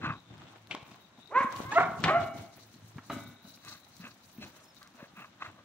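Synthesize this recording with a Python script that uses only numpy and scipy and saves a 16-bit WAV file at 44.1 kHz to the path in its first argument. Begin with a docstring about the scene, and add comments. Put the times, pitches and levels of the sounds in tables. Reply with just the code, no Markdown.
"""Dogs chase each other round a dirt yard strewn with straw, heard on two ports by a mesh and metal pen.
Under open air (coloured noise), paws thud (damped sines) and breath pants (noise through resonances);
an insect chirrs far to the left, a low hum comes and goes, then bumps ring the pen's modes.
Yelps (gliding harmonics and pulsed air) crowd the next second, amid scuffs and snapping straw (grains
and clicks). Later the panting returns, and a small bird gives one thin whistle near the middle."""
import sys
import numpy as np
from scipy import signal
from scipy.fft import rfft, irfft, next_fast_len
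from scipy.io import wavfile

SR = 44100
rng = np.random.default_rng(int(sys.argv[2]) if len(sys.argv) > 2 else 0)


def generate_wav(signal):
    """Clip the signal to [-1, 1] and save it as 16-bit WAV at the path in sys.argv[1]."""
    frames = np.transpose(np.atleast_2d(signal))
    scaled = np.clip(frames, -1, 1) * 32767
    pcm = np.round(scaled).astype(np.int16)
    wavfile.write(sys.argv[1], SR, pcm)


N = 248724   # length in samples

# Open air over the yard. Each row: frequency in Hz, relative density in dB per Hz.
AIR = [(15, -58), (25, -0.5), (92, -5), (206, 0.5), (427, -12), (560, -8.5), (1230, -8.5), (3250, -15),
       (3920, -13), (4490, -21.5), (6210, -19.5), (8830, -30.5), (16000, -40.5)]
AIR_DB = -63.5
# Stereo image of the noise layers. Each row: frequency in Hz, left-right likeness from -1 to 1.
LIKENESS = [(60, 0.86), (180, 1), (550, 0.71), (1650, 0.25), (4970, -0.18), (15000, 0.023)]
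# Stereo lean of the noise layers. Each row: frequency in Hz, left minus right in dB.
BALANCE_DB = [(60, -1), (180, 2.5), (550, 1), (1650, -0.5), (4970, 7), (15000, -9)]

# Swells of a low hum. Each row: full strength reached in seconds, hold in seconds, level in dB.
HUM_SWELLS = [(.324, 0.061, -55), (0.538, 0.16, -60), (2.617, 0.086, -57.5), (2.82, 0.19, -56.5),
              (3.156, 0.026, -47)]
HUM_HZ, HUM_RISE, HUM_FALL = 109, 340, 140   # Hz, dB per s, dB per s

# Insect chirrs. Each row: full strength reached in seconds, hold in seconds, pitch in Hz, level in dB.
CHIRRS = [(0.183, .005, 3810, -65), (0.3, 0.0039, 3610, -69), (1.028, 0.029, 3780, -69.5),
          (1.216, 0.018, 3760, -63.5), (1.28, .02, 3810, -69.5), (3.06, 0.028, 3870, -78),
          (3.208, 0.059, 3770, -64.5), (3.325, 0.05, 3760, -71), (3.45, 0.081, 3920, -67),
          (3.665, .06, 3950, -63), (3.748, 0.034, 4020, -73), (3.842, .01, 3940, -69),
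          (4.246, 0.038, 3920, -77.5), (4.76, 0.012, 3800, -71)]
CHIRR_RISE, CHIRR_FALL = 220, 240   # dB per s
# Course of the bird's whistle. Each row: time in seconds, pitch in Hz, level in dB; both then waver.
WHISTLE = [(4.62, 5130, -105), (4.635, 5230, -67), (4.66, 5200, -64), (4.672, 5270, -82),
           (4.685, 5430, -65), (4.71, 5320, -59), (4.73, 4600, -76), (4.74, 4230, -92)]

# Paws pushing off or sliding. Each row: full strength reached in seconds, hold in seconds,
# ground rumble in dB, dirt scuff in dB, straw rustle in dB.
STRIDES = [(.01, 0.11, -43, -53.5, -70), (0.308, 0.13, -54.5, -56.5, -93), (0.456, 0.11, -71, -57, -68),
           (0.715, 0.01, -55, -43.5, -61.5), (0.855, 0.11, -61.5, -59, -62), (1.188, .01, -62.5, -62, -65),
           (1.384, 0.055, -65, -48, -55.5), (1.523, 0.008, -52, -45, -67), (1.564, 0.079, -51.5, -47, -48),
           (1.718, .03, -48.5, -42.5, -54), (1.799, 0.031, -44, -43, -51.5),
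           (1.888, 0.05, -43.5, -55, -55.5), (1.996, 0.0099, -44, -46, -54.5),
           (2.044, 0.0017, -49, -30.5, -66), (2.055, 0.049, -39, -60, -55),
           (2.205, 0.016, -40.5, -45.5, -48), (2.38, 0.025, -45, -51, -48.5),
           (2.569, 0.032, -59.5, -60.5, -52), (2.746, 0.13, -59.5, -67, -59.5),
           (2.903, 0.0079, -70, -72, -57.5), (2.97, 0.0048, -55, -61, -62), (3.12, .02, -49, -45, -46.5),
           (3.202, 0.077, -52.5, -63, -54.5), (3.47, 0.057, -60.5, -84, -51.5),
           (3.676, 0.056, -60, -62.5, -46.5), (3.896, 0.1, -66, -80, -53.5), (4.019, 0.068, -56, -81, -49),
           (4.254, 0.092, -66, -79, -56.5), (4.416, 0.014, -48, -58, -55.5),
           (4.453, 0.021, -68, -55.5, -56), (4.554, 0.007, -65, -60, -52.5),
           (4.768, 0.011, -69, -79, -53.5), (4.948, 0.11, -75, -64.5, -59),
           (5.194, 0.012, -59.5, -57, -56.5), (5.415, 0.054, -63.5, -54.5, -62),
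           (5.546, 0.016, -61.5, -87, -84)]
# Colour of the ground's rumble. Each row: frequency in Hz, relative density in dB per Hz.
RUMBLE = [(18, -94), (30, -35), (102, -2), (347, -11.5), (381, -20.5), (439, -22), (500, -22), (650, -61.5),
          (1100, -120)]
# Colour of scuffed dirt. Each row: frequency in Hz, relative density in dB per Hz.
SCUFF = [(180, -5.5), (300, 2.5), (459, -4), (647, 1.5), (743, 1), (1360, -2), (1970, -7), (3660, -7.5),
         (4750, -17.5), (8000, -21), (10400, -71), (17600, -120)]
# Colour of rustling straw. Each row: frequency in Hz, relative density in dB per Hz.
STRAW = [(2060, -18), (3500, -15.5), (3950, -3.5), (5220, -10), (5900, -4.5), (7900, -12.5), (15100, -16.5),
         (16000, -1)]
# rise and fall in dB per s, and the level in dB between strides
RUMBLE_RISE, RUMBLE_FALL, RUMBLE_BED_DB = 230, 189, -70.5
SCUFF_RISE, SCUFF_FALL, SCUFF_BED_DB = 1010, 165, -66.5
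STRAW_RISE, STRAW_FALL, STRAW_BED_DB = 200, 117, -70

# Straws snapping. Each row: start in seconds, level in dB, click pitch in Hz, left minus right in dB.
SNAPS = [(0.2012, -55, 6110, 1), (0.38, -50.5, 4770, 3), (0.6722, -45.5, 3980, 9.0),
         (1.2745, -52.5, 4300, 19), (1.5255, -35.5, 5800, 11), (1.564, -37, 4500, 13),
         (1.693, -49, 6060, 4), (2.0043, -40.5, 5750, 6), (2.742, -49, 4340, 8), (2.9711, -53, 5900, -1),
         (3.4944, -47, 4420, -7), (3.575, -48.5, 2450, 3), (3.6499, -38.5, 6770, 6), (3.738, -43, 4600, -5),
         (3.8495, -49, 4220, -3), (3.9672, -42, 6900, 5), (3.9943, -52, 4310, 2.0), (4.079, -45, 7260, 0.5),
         (4.3456, -62, 4700, 5), (4.3799, -50, 2500, 0.5), (4.4494, -42, 5370, 0.5), (4.7471, -49, 6270, 6),
         (4.8297, -40.5, 4530, 9), (4.875, -44.5, 5770, 4), (4.9044, -56, 4610, 2.5),
         (4.9397, -55, 4780, 5.0), (4.9555, -53, 6040, 11), (5.5154, -54, 7540, 1.5)]
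# Paws landing. Each row: start in seconds, peak in dB before placing, pitch in Hz, 60 dB decay in seconds.
THUDS = [(0.038, -30, 213, 0.023), (0.069, -32, 159, 0.035), (0.099, -30, 137, 0.062),
         (0.307, -42.5, 115, 0.07), (0.332, -49, 104, 0.062), (0.745, -34.5, 272, 0.015),
         (0.815, -50, 263, 0.045), (0.825, -44, 115, 0.038), (0.916, -44.5, 220, 0.027),
         (1.181, -50.5, 235, 0.096), (1.406, -31, 247, 0.019), (1.444, -28, 240, 0.044),
         (1.601, -29.5, 216, 0.013), (1.65, -33, 97, 0.023), (1.68, -38.5, 121, 0.11),
         (1.824, -37, 170, 0.2), (1.939, -39, 177, 0.074), (2.039, -27, 161.5, 0.15),
         (2.064, -33.5, 186, 0.18), (2.738, -50, 226, 0.085), (2.84, -46.5, 110, 0.06),
         (2.959, -34.5, 145, 0.047), (2.981, -39, 240, 0.049), (3.101, -36.5, 260, 0.032),
         (3.127, -37, 268, 0.026), (3.165, -31.5, 250, 0.045), (3.445, -46.5, 198, 0.062),
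         (3.997, -41.5, 181, 0.12), (4.038, -42, 243, 0.083), (4.382, -38.5, 232, 0.093),
         (4.415, -45, 241, 0.018), (4.948, -50.5, 238, 0.054), (5.027, -37, 218, 0.014),
         (5.136, -47, 213, 0.013), (5.176, -47, 188, 0.12), (5.407, -60, 191, 0.038),
         (5.474, -45.5, 100, 0.14)]

# Bumps against the pen. Each row: start in seconds, crack peak in dB before placing, crack centre in Hz,
# crack width as a ratio, crack decay constant in seconds, rattle in dB relative to the crack,
# rattle decay constant in seconds, left minus right in dB, left lag in ms.
BUMPS = [(0.711, -26, 2780, 1.23, 0.013, -43, 0.014, 8, 0.046),
         (0.7493, -25, 1086, 3.1, 0.0018, -41, 0.008, 0.5, 0.056),
         (0.814, -56.5, 800, 1.8, 0.0015, -28.5, 0.009, 7.5, 0.059),
         (0.829, -47, 810, 5.4, 0.0025, -23, .01, 19, 0.048),
         (0.914, -44.5, 696, 5.8, 0.011, -41.5, .01, 6, 0.04),
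         (1.603, -33.5, 594, 1.7, 0.0011, -37, 0.0094, 19, 0.066),
         (2.039, -15, 2050, 1.68, 0.0066, -14.5, 0.1, 2, -0.052),
         (2.983, -39, 1270, 1.36, 0.0064, -39, .01, -2, 0.0057),
         (3.098, -29.5, 1110, 1.55, 0.015, -8, 0.022, 0.5, 0.017),
         (3.451, -52, 700, 1.4, 0.0027, -6.5, 0.012, -3, 0.037)]
# Modes of the pen. Each row: pitch in Hz, 60 dB decay in seconds, relative dB when a panel is slammed,
# relative dB when the frame is knocked.
PEN_MODES = [(145.8, 0.616, -6, -18.5), (243.5, 0.57, -10, -3.5), (283.4, 0.46, -7, -4.5),
             (387.8, 0.502, -12, -14), (584.4, 0.47, -28, -8), (663.3, 0.39, -5, -3), (800, 0.15, 5.5, -22),
             (1080, .3, -39, -19), (1235, 0.1, -36, -3), (1306, 0.39, -19, -10), (1473, 0.69, -32, -12),
             (1590, .4, -22, -19), (2046, .2, -21, -20), (2050, 0.71, -10.5, -17.5),
             (2227, 0.59, -11.5, -19), (2880, .15, -9, -20), (2890, 0.15, -15, -14), (3386, 0.15, -23, -30),
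             (3940, 0.38, -23, -12)]
MODE_SPLIT = 0.01188   # half the gap of a mode pair, as a share of its pitch
SLAM_DB = -20   # bumps with a higher peak slam a panel, the others knock the frame

# Panting breaths. Each row: full strength reached in seconds, hold in seconds, level in dB,
# lowest resonance offset in dB, brightness in dB per octave, 2.6 kHz resonance offset in dB.
BREATHS = [(0.046, 0.0064, -34, -28, -1, -1), (0.073, 0.042, -37, -46, -12, 7),
           (3.653, 0.09, -52.5, -12, 4.5, -5), (4.028, 0.048, -51, -2.5, 2.5, 3),
           (4.42, 0.02, -46.5, 12, 10.5, 5), (4.55, 0.073, -61, 1, 0, -4),
           (4.825, 0.037, -57.5, -19, 2, -14), (4.998, 0.046, -52.5, 6.5, 1.7, -1),
           (5.177, 0.052, -48.5, -16, -2, 6), (5.416, 0.043, -44.5, -24, 0, -1),
           (5.56, 0.041, -62, .4, -1, -12)]
# Resonances of the open mouth. Each row: centre in Hz, width in Hz, relative level in dB.
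MOUTH = [(612, 130, -3), (1177, 193, 1), (1584, 204, -3.5), (2064, 300, -6.5), (2588, 180, -5.5),
         (3350, 1300, -11), (4130, 180, -11.5), (5630, 1400, -19.5)]
PANT_RISE, PANT_FALL = 640, 433   # dB per s

# Yelps, one list each. Each row: time in seconds, pitch in Hz, level in dB, roughness from 0 to 1.
YELPS = [
    [(1.3, 398, -61.5, 0.41), (1.318, 526, -44.5, 0.3), (1.327, 580, -37.5, 0.02), (1.337, 610, -55, 0.1)],
    [(1.315, 341.1, -46, 0.31), (1.33, 404, -42, 0.31), (1.342, 462, -35.5, 0.2), (1.36, 502, -19, 0.11),
     (1.38, 530, -16, 0.08), (1.40, 563, -25.5, 0.16), (1.42, 545.4, -21, 0.18), (1.44, 484, -31, 0.29),
     (1.465, 425, -54, 0.4)],
    [(1.63, 493, -70, 0.31), (1.655, 515.5, -42, 0.12), (1.69, 540, -42.5, 0.13), (1.715, 564, -37.5, 0.11),
     (1.735, 580, -59, 0.08)],
    [(1.703, 796.4, -56, 0.21), (1.713, 835, -48, 0.21), (1.724, 843, -22, 0.25), (1.732, 844, -30.5, 0.27),
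     (1.743, 923, -31.5, 0.26), (1.755, 960, -28.5, 0.3), (1.768, 990, -58, 0.4)],
    [(1.742, 614.6, -62, .2), (1.76, 647, -21.5, 0.05), (1.78, 701.6, -13.5, 0.04), (1.79, 693, -23, 0.56),
     (1.81, 716.6, -22.5, 0.26), (1.83, 752.4, -27, 0.39), (1.845, 704, -28.5, 0.64), (1.86, 700, -62, 0.4)],
    [(2.05, 369, -59, 0.3), (2.062, 366.8, -27, 0.41), (2.072, 352.8, -35.5, 0.48),
     (2.092, 368.3, -21.5, 0.29), (2.11, 400.6, -27, 0.56), (2.135, 382, -68, 0.6)],
    [(2.095, 600, -52, 0.15), (2.108, 625.3, -20.5, 0.05), (2.135, 656, -26.5, 0.22),
     (2.16, 688, -20.5, 0.08), (2.175, 692.4, -24, 0.14), (2.195, 650, -32, 0.27)],
]
# Each yelp's manner and place. Each row: brightness in dB per octave around 1 kHz,
# left minus right in dB, left lag in ms.
YELP_PLACES = [(-15.5, -2.5, -0.077), (-1.5, -2.0, -0.054), (1, -0.5, -0.14), (7.5, -2, 0.068),
               (-0.5, -1, 0.098), (6, -1.5, -0.088), (-3.5, -0.5, -0.1)]
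# Throat and mouth colour of a yelp's harmonics. Each row: frequency in Hz, relative level in dB.
THROAT = [(380, -1), (530, -17.5), (670, 0.5), (850, 0), (1100, 1), (1400, -4), (1600, -10.5),
          (2100, -11.5), (2700, -24), (3300, -37), (4100, -35), (5200, -56.5), (6600, -39.5), (9000, -65)]
# Air noise of a yelp. Each row: frequency in Hz, relative density in dB per Hz.
RASP = [(180, -39.5), (300, -13.5), (508, -17), (620, -7), (695, -14.5), (1140, -2), (1460, -8.5),
        (2140, -15.5), (9000, -81.5), (11700, -97.5), (19800, -120)]

ECHO_S, ECHO_DB = .049, -12   # slap from the shed's flat wall
YARD_T60_S, WALL_CUT_HZ, YARD_DB = 0.7, 4180, -18.5   # decay before wall losses, wall dullness, gain
CUTOFF_HZ = 16000


def from_db(db):
    """Amplitude ratio of a level in dB."""
    return 10 ** (np.asarray(db) / 20)


def rms_one(x):
    """Scale to an rms of 1."""
    return x / np.sqrt(np.mean(x ** 2) + 1e-20)


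def in_time(rows):
    """Columns of a timed table, drawn as straight lines between its moments."""
    s, *columns = np.transpose(rows)
    return [np.interp(np.arange(N) / SR, s, c) for c in columns]


def at_hz(points, hz):
    """Value of a spectral table at hz, straight over log frequency."""
    points = np.array(points)
    return np.interp(np.log(hz), np.log(points[:, 0]), points[:, 1])


def sounding(rows, fade_s=0.029):
    """1 between a table's first and last moment, fading across both ends."""
    t = np.arange(N) / SR
    return np.clip(np.minimum(t - rows[0][0], rows[-1][0] - t) / fade_s + .5, 0, 1)


def swell(s, hold, db, rise, fall):
    """Gain that climbs to its level at s, holds and falls away, straight in dB."""
    t = np.arange(N) / SR
    below = np.maximum((s - t) * rise, (t - s - hold) * fall)
    return from_db(db - np.maximum(below, 0))


def burst(s, length):
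    """Slice of the scene from moment s, and its time axis from zero."""
    i = round(s * SR)
    t = np.arange(min(round(length * SR), N - i)) / SR
    return slice(i, i + len(t)), t


def drift(rate):
    """Random wander of spread 1: noise through two equal low-pass poles at rate Hz."""
    r = np.exp(-40 * np.pi * rate / SR)   # runs at a twentieth of the sample rate
    noise = rng.standard_normal(N // 20 + 2002)
    slow = signal.lfilter([1], [1, -2 * r, r * r], noise)[2000:]
    return np.interp(np.arange(N) / 20, np.arange(len(slow)), rms_one(slow))


def ring(clicks, hz, t60):
    """A damped resonance: a unit click sets a sine of height 1 ringing."""
    r = from_db(-60 / (max(t60, 1e-4) * SR))
    w = 2 * np.pi * hz / SR
    return signal.lfilter([0, np.sin(w)], [1, -2 * r * np.cos(w), r * r], clicks + 1e-18)


def grains(per_s, spread_db):
    """Random clicks, uneven if spread_db is above 0, on a bed of noise; two independent rows."""
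    sizes = from_db(spread_db * np.minimum(rng.exponential(1, (2, N)), 3.5))
    sizes = sizes * rng.choice([-1, 1], (2, N))
    clicks = sizes * (rng.random((2, N)) < per_s / SR)
    return rms_one(clicks) + 0.76 * rng.standard_normal((2, N))


def coloured(source, spectrum, patchy_db):
    """Give mid and side rows a spectrum and stereo image; overlapping octaves flicker apart; rms 1."""
    size = next_fast_len(N)
    hz = np.maximum(np.arange(size // 2 + 1) * SR / size, 1)
    mid, side = rfft(source, size) * from_db(at_hz(spectrum, hz))
    alike = np.clip(at_hz(LIKENESS, hz), -1, 1)
    sides = np.array([[1], [-1]])   # left, right
    pair = np.sqrt(1 + alike) * mid + np.sqrt(1 - alike) * side * sides
    pair = pair * from_db(at_hz(BALANCE_DB, hz) / 2 * sides)
    out, octave = 0, np.log2(hz)
    for centre in range(int(np.log2(spectrum[1][0])), 15):
        if centre - 1 < np.log2(spectrum[-1][0]):
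            band = pair * np.clip(1 - abs(octave - centre), 0, 1)
            out = out + irfft(band, size)[:, :N] * from_db(patchy_db * drift(22.0))
    return rms_one(out)


def placed(x, pan_db, lag_ms):
    """Two microphone ports: level and arrival time differ between left and right."""
    n, half = np.arange(len(x)), lag_ms * SR / 2000
    left = np.interp(n - half, n, x) * from_db(pan_db / 2)
    right = np.interp(n + half, n, x) * from_db(-pan_db / 2)
    return np.array([left, right])


def open_air():
    """Steady coloured noise whose octaves flicker slightly."""
    return from_db(AIR_DB) * coloured(rng.standard_normal((2, N)), AIR, patchy_db=1.0)


def hum():
    """A low sine, slightly wavering in pitch and level, comes and goes in swells."""
    hz = HUM_HZ * (1 + .012 * drift(4))
    tone = np.sin(2 * np.pi * np.cumsum(hz) / SR) * from_db(1.5 * drift(4))
    return tone * sum(swell(*row, HUM_RISE, HUM_FALL) for row in HUM_SWELLS)


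def insect():
    """Sines under a fast random wander make narrow, unsteady chirrs, far to the left."""
    t, unsteady = np.arange(N) / SR, drift(140)
    chirr = sum(np.sin(2 * np.pi * hz * t) * swell(s, hold, db, CHIRR_RISE, CHIRR_FALL)
                for s, hold, hz, db in CHIRRS)
    return placed(chirr * unsteady, pan_db=23.0, lag_ms=0.045)


def bird():
    """One thin whistle: a gliding sine, unsteady in pitch and level, near the middle."""
    hz, level_db = in_time(WHISTLE)
    tone = np.sin(2 * np.pi * np.cumsum(hz * (1 + .012 * drift(90))) / SR)
    whistle = tone * from_db(level_db + 4 * drift(50)) * sounding(WHISTLE)
    return placed(whistle, pan_db=-1.0, lag_ms=0.024)


def stir(column, rise, fall, bed_db):
    """Power sum of all strides over a steady bed."""
    powers = sum(swell(row[0], row[1], row[column], rise, fall) ** 2 for row in STRIDES)
    return np.sqrt(from_db(bed_db) ** 2 + powers)


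def ground_rumble():
    """Low noise from the ground swells with each stride."""
    noise = coloured(rng.standard_normal((2, N)), RUMBLE, patchy_db=3.0)
    return stir(2, RUMBLE_RISE, RUMBLE_FALL, RUMBLE_BED_DB) * noise


def dirt_scuff():
    """Uneven grains and noise, as paws push or slide over dirt."""
    noise = coloured(grains(600, spread_db=3.5), SCUFF, patchy_db=2.5)
    return stir(3, SCUFF_RISE, SCUFF_FALL, SCUFF_BED_DB) * noise


def straw_rustle():
    """Denser, equal-sized grains and noise in the treble, as paws stir straw."""
    noise = coloured(grains(1800, spread_db=0.0), STRAW, patchy_db=4.5)
    return stir(4, STRAW_RISE, STRAW_FALL, STRAW_BED_DB) * noise


def snaps():
    """Each dry stalk breaks with a click that dies in a few cycles and a tiny crackle."""
    out, noise = np.zeros((2, N)), rng.standard_normal(N)
    for s, db, hz, pan_db in SNAPS:
        where, t = burst(s, .02)
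        click = 1.66 * np.sin(2 * np.pi * hz * t) * np.exp(-t * hz / 1.3)
        crackle = 0.16 * noise[where] * np.exp(-t / 0.0033)
        out[:, where] += from_db(db + pan_db / 2 * np.array([[1], [-1]])) * (click + crackle)
    return out


def thuds():
    """A soft push on packed dirt: a low, damped swing."""
    out = np.zeros(N)
    for s, db, hz, t60 in THUDS:
        where, t = burst(s, .25)
        onset = np.minimum(t / 0.00255, 1)
        push = from_db(-60 * t / t60) * np.sin(2 * np.pi * hz * t) * onset
        out[where] += from_db(db) * push / np.abs(push).max()
    return placed(out, pan_db=2.1, lag_ms=.05)


def sheet(rattle, hz, t60):
    """A panel mode splits into a close beating pair; it carries the energy of one unit ring."""
    pair = ring(rattle, hz * (1 - MODE_SPLIT), t60) + ring(rattle, hz * (1 + MODE_SPLIT), t60)
    unit_energy = t60 * SR / (4 * np.log(1000))
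    return pair * np.sqrt(unit_energy / np.sum(pair ** 2))


def bumps():
    """A crack of filtered noise and a bar's note, while loose sheet rattles and excites the pen's modes."""
    out, noise = np.zeros((2, N)), rng.standard_normal(N)
    offsets_db = rng.normal(0, 1.5, (len(BUMPS), len(PEN_MODES)))   # each bump rings the modes unevenly
    for bump, offsets in zip(BUMPS, offsets_db):
        s, db, hz, width, length, rattle_db, rattle_s, *place = bump
        where, t = burst(s, .9)
        hit = noise[where] * np.exp(-t / max(length, .001))
        hit[0] += 4.0   # the first contact
        band = signal.butter(2, [hz / width, hz * width], "band", fs=SR, output="sos")
        crack = signal.sosfilt(band, hit)
        bar_note = .5 * np.sin(2 * np.pi * hz * t) * np.exp(-t / 0.0036)
        crack = crack / np.abs(crack).max() + bar_note
        crack = crack / np.abs(crack).max()
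        rattle = noise[where][::-1] * np.exp(-t / max(rattle_s, .001))
        rings = 0
        for (mode_hz, t60, slam, knock), offset in zip(PEN_MODES, offsets):
            mode_db = (slam if db > SLAM_DB else knock) + offset
            rings = rings + from_db(mode_db) * sheet(rattle, mode_hz, t60)
        out[:, where] += from_db(db) * placed(crack + from_db(rattle_db) * rings, *place)
    return out


def panting():
    """Turbulent breath through the mouth's resonances, each passed twice so the gaps stay dark."""
    air, flutter = rng.standard_normal(N), from_db(3.0 * drift(56))
    bands = []
    for k, (hz, width_hz, _) in enumerate(MOUTH):
        t60 = 1.4 / width_hz
        resonance = ring(ring(air, hz, t60), hz, t60)
        bands.append((-1) ** k * rms_one(resonance))   # neighbours in opposite polarity
    bands = np.array(bands)
    hz, _, mouth_db = np.transpose(MOUTH)
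    out = 0
    for s, hold, db, low_db, bright_db, ring_db in BREATHS:
        strengths = mouth_db + bright_db * np.log2(hz / hz[1])
        strengths[0] += low_db
        strengths[4] += ring_db   # near 2.6 kHz
        breath = rms_one(from_db(strengths) @ bands)
        out = out + breath * swell(s, hold, db, PANT_RISE, PANT_FALL)
    return placed(out * flutter, pan_db=0.5, lag_ms=-0.11)


def yelps():
    """Vocal folds give harmonics on a gliding pitch; roughness shakes them and lets pulsed air through."""
    out = 0
    air = rms_one(coloured(rng.standard_normal((2, N)), RASP, patchy_db=6.0)[0])
    for rows, (bright_db, *place) in zip(YELPS, YELP_PLACES):
        where, _ = burst(rows[0][0] - .02, rows[-1][0] - rows[0][0] + .04)
        hz, level_db, rough = in_time(rows)
        rough = np.clip(rough, 0, 1)
        shaken_hz = hz * (1 + 0.1195 * rough * drift(159.0))
        phase = 2 * np.pi * np.cumsum(shaken_hz) / SR
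        tone, hz = np.zeros(N), hz[where]
        for k in range(1, 15):
            db = at_hz(THROAT, k * hz) + bright_db * np.log2(k * hz / 1000)
            db = db + 8 * (rough * drift(60))[where]   # each harmonic shakes on its own
            tone[where] += from_db(db) * np.sin(k * phase[where])
        pulsed_air = air * (1 + 0.62 * np.cos(phase))
        call = (1 - rough) * tone + 1.07 * rough * pulsed_air
        out = out + placed(from_db(level_db) * sounding(rows) * call, *place)
    return out


def slap(x):
    """The shed's flat wall throws each call back once."""
    lag = round(ECHO_S * SR)
    return x + from_db(ECHO_DB) * np.pad(x, ((0, 0), (lag, 0)))[:, :N]


def yard(x):
    """Reflections between pen and fences: twelve dull feedback delays a side."""
    size = next_fast_len(N + SR)
    turn = -2j * np.pi * np.arange(size // 2 + 1) / size   # phase of a one-sample delay
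    dull = np.exp(-2 * np.pi * WALL_CUT_HZ / SR)
    wall = (1 - dull) / (1 - dull * np.exp(turn))
    out = np.zeros((2, len(turn)), complex)
    lags = (rng.uniform(.010, .065, 24) * SR).astype(int)
    for k, lag in enumerate(lags):
        loop = from_db(-60 * lag / SR / YARD_T60_S) * wall * np.exp(turn * lag)
        out[k % 2] += from_db(YARD_DB) * loop / (1 - loop) * (-1) ** (k // 2)
    shared = 0.4   # share of the reflections that both ports hear alike
    out = shared * out.sum(axis=0) + (1 - shared) * out
    return irfft(rfft(x, size) * out, size)[:, :N]


def scene():
    """Air, hum, songs, paws and breath lie around the yelps and bumps, which alone feed the yard."""
    background = open_air() + hum() + insect() + bird()
    paws = ground_rumble() + dirt_scuff() + straw_rustle() + snaps() + thuds()
    loud = bumps() + slap(yelps())
    return background + paws + panting() + loud + yard(loud.mean(axis=0))


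def record(dry):
    """The microphone's deep bass is rolled off, the top is cut."""
    dry = signal.sosfilt(signal.butter(2, 80, "high", fs=SR, output="sos"), dry)
    return signal.sosfilt(signal.cheby2(24, 70, CUTOFF_HZ, fs=SR, output="sos"), dry)


dry = scene()
out = record(dry)
generate_wav(out)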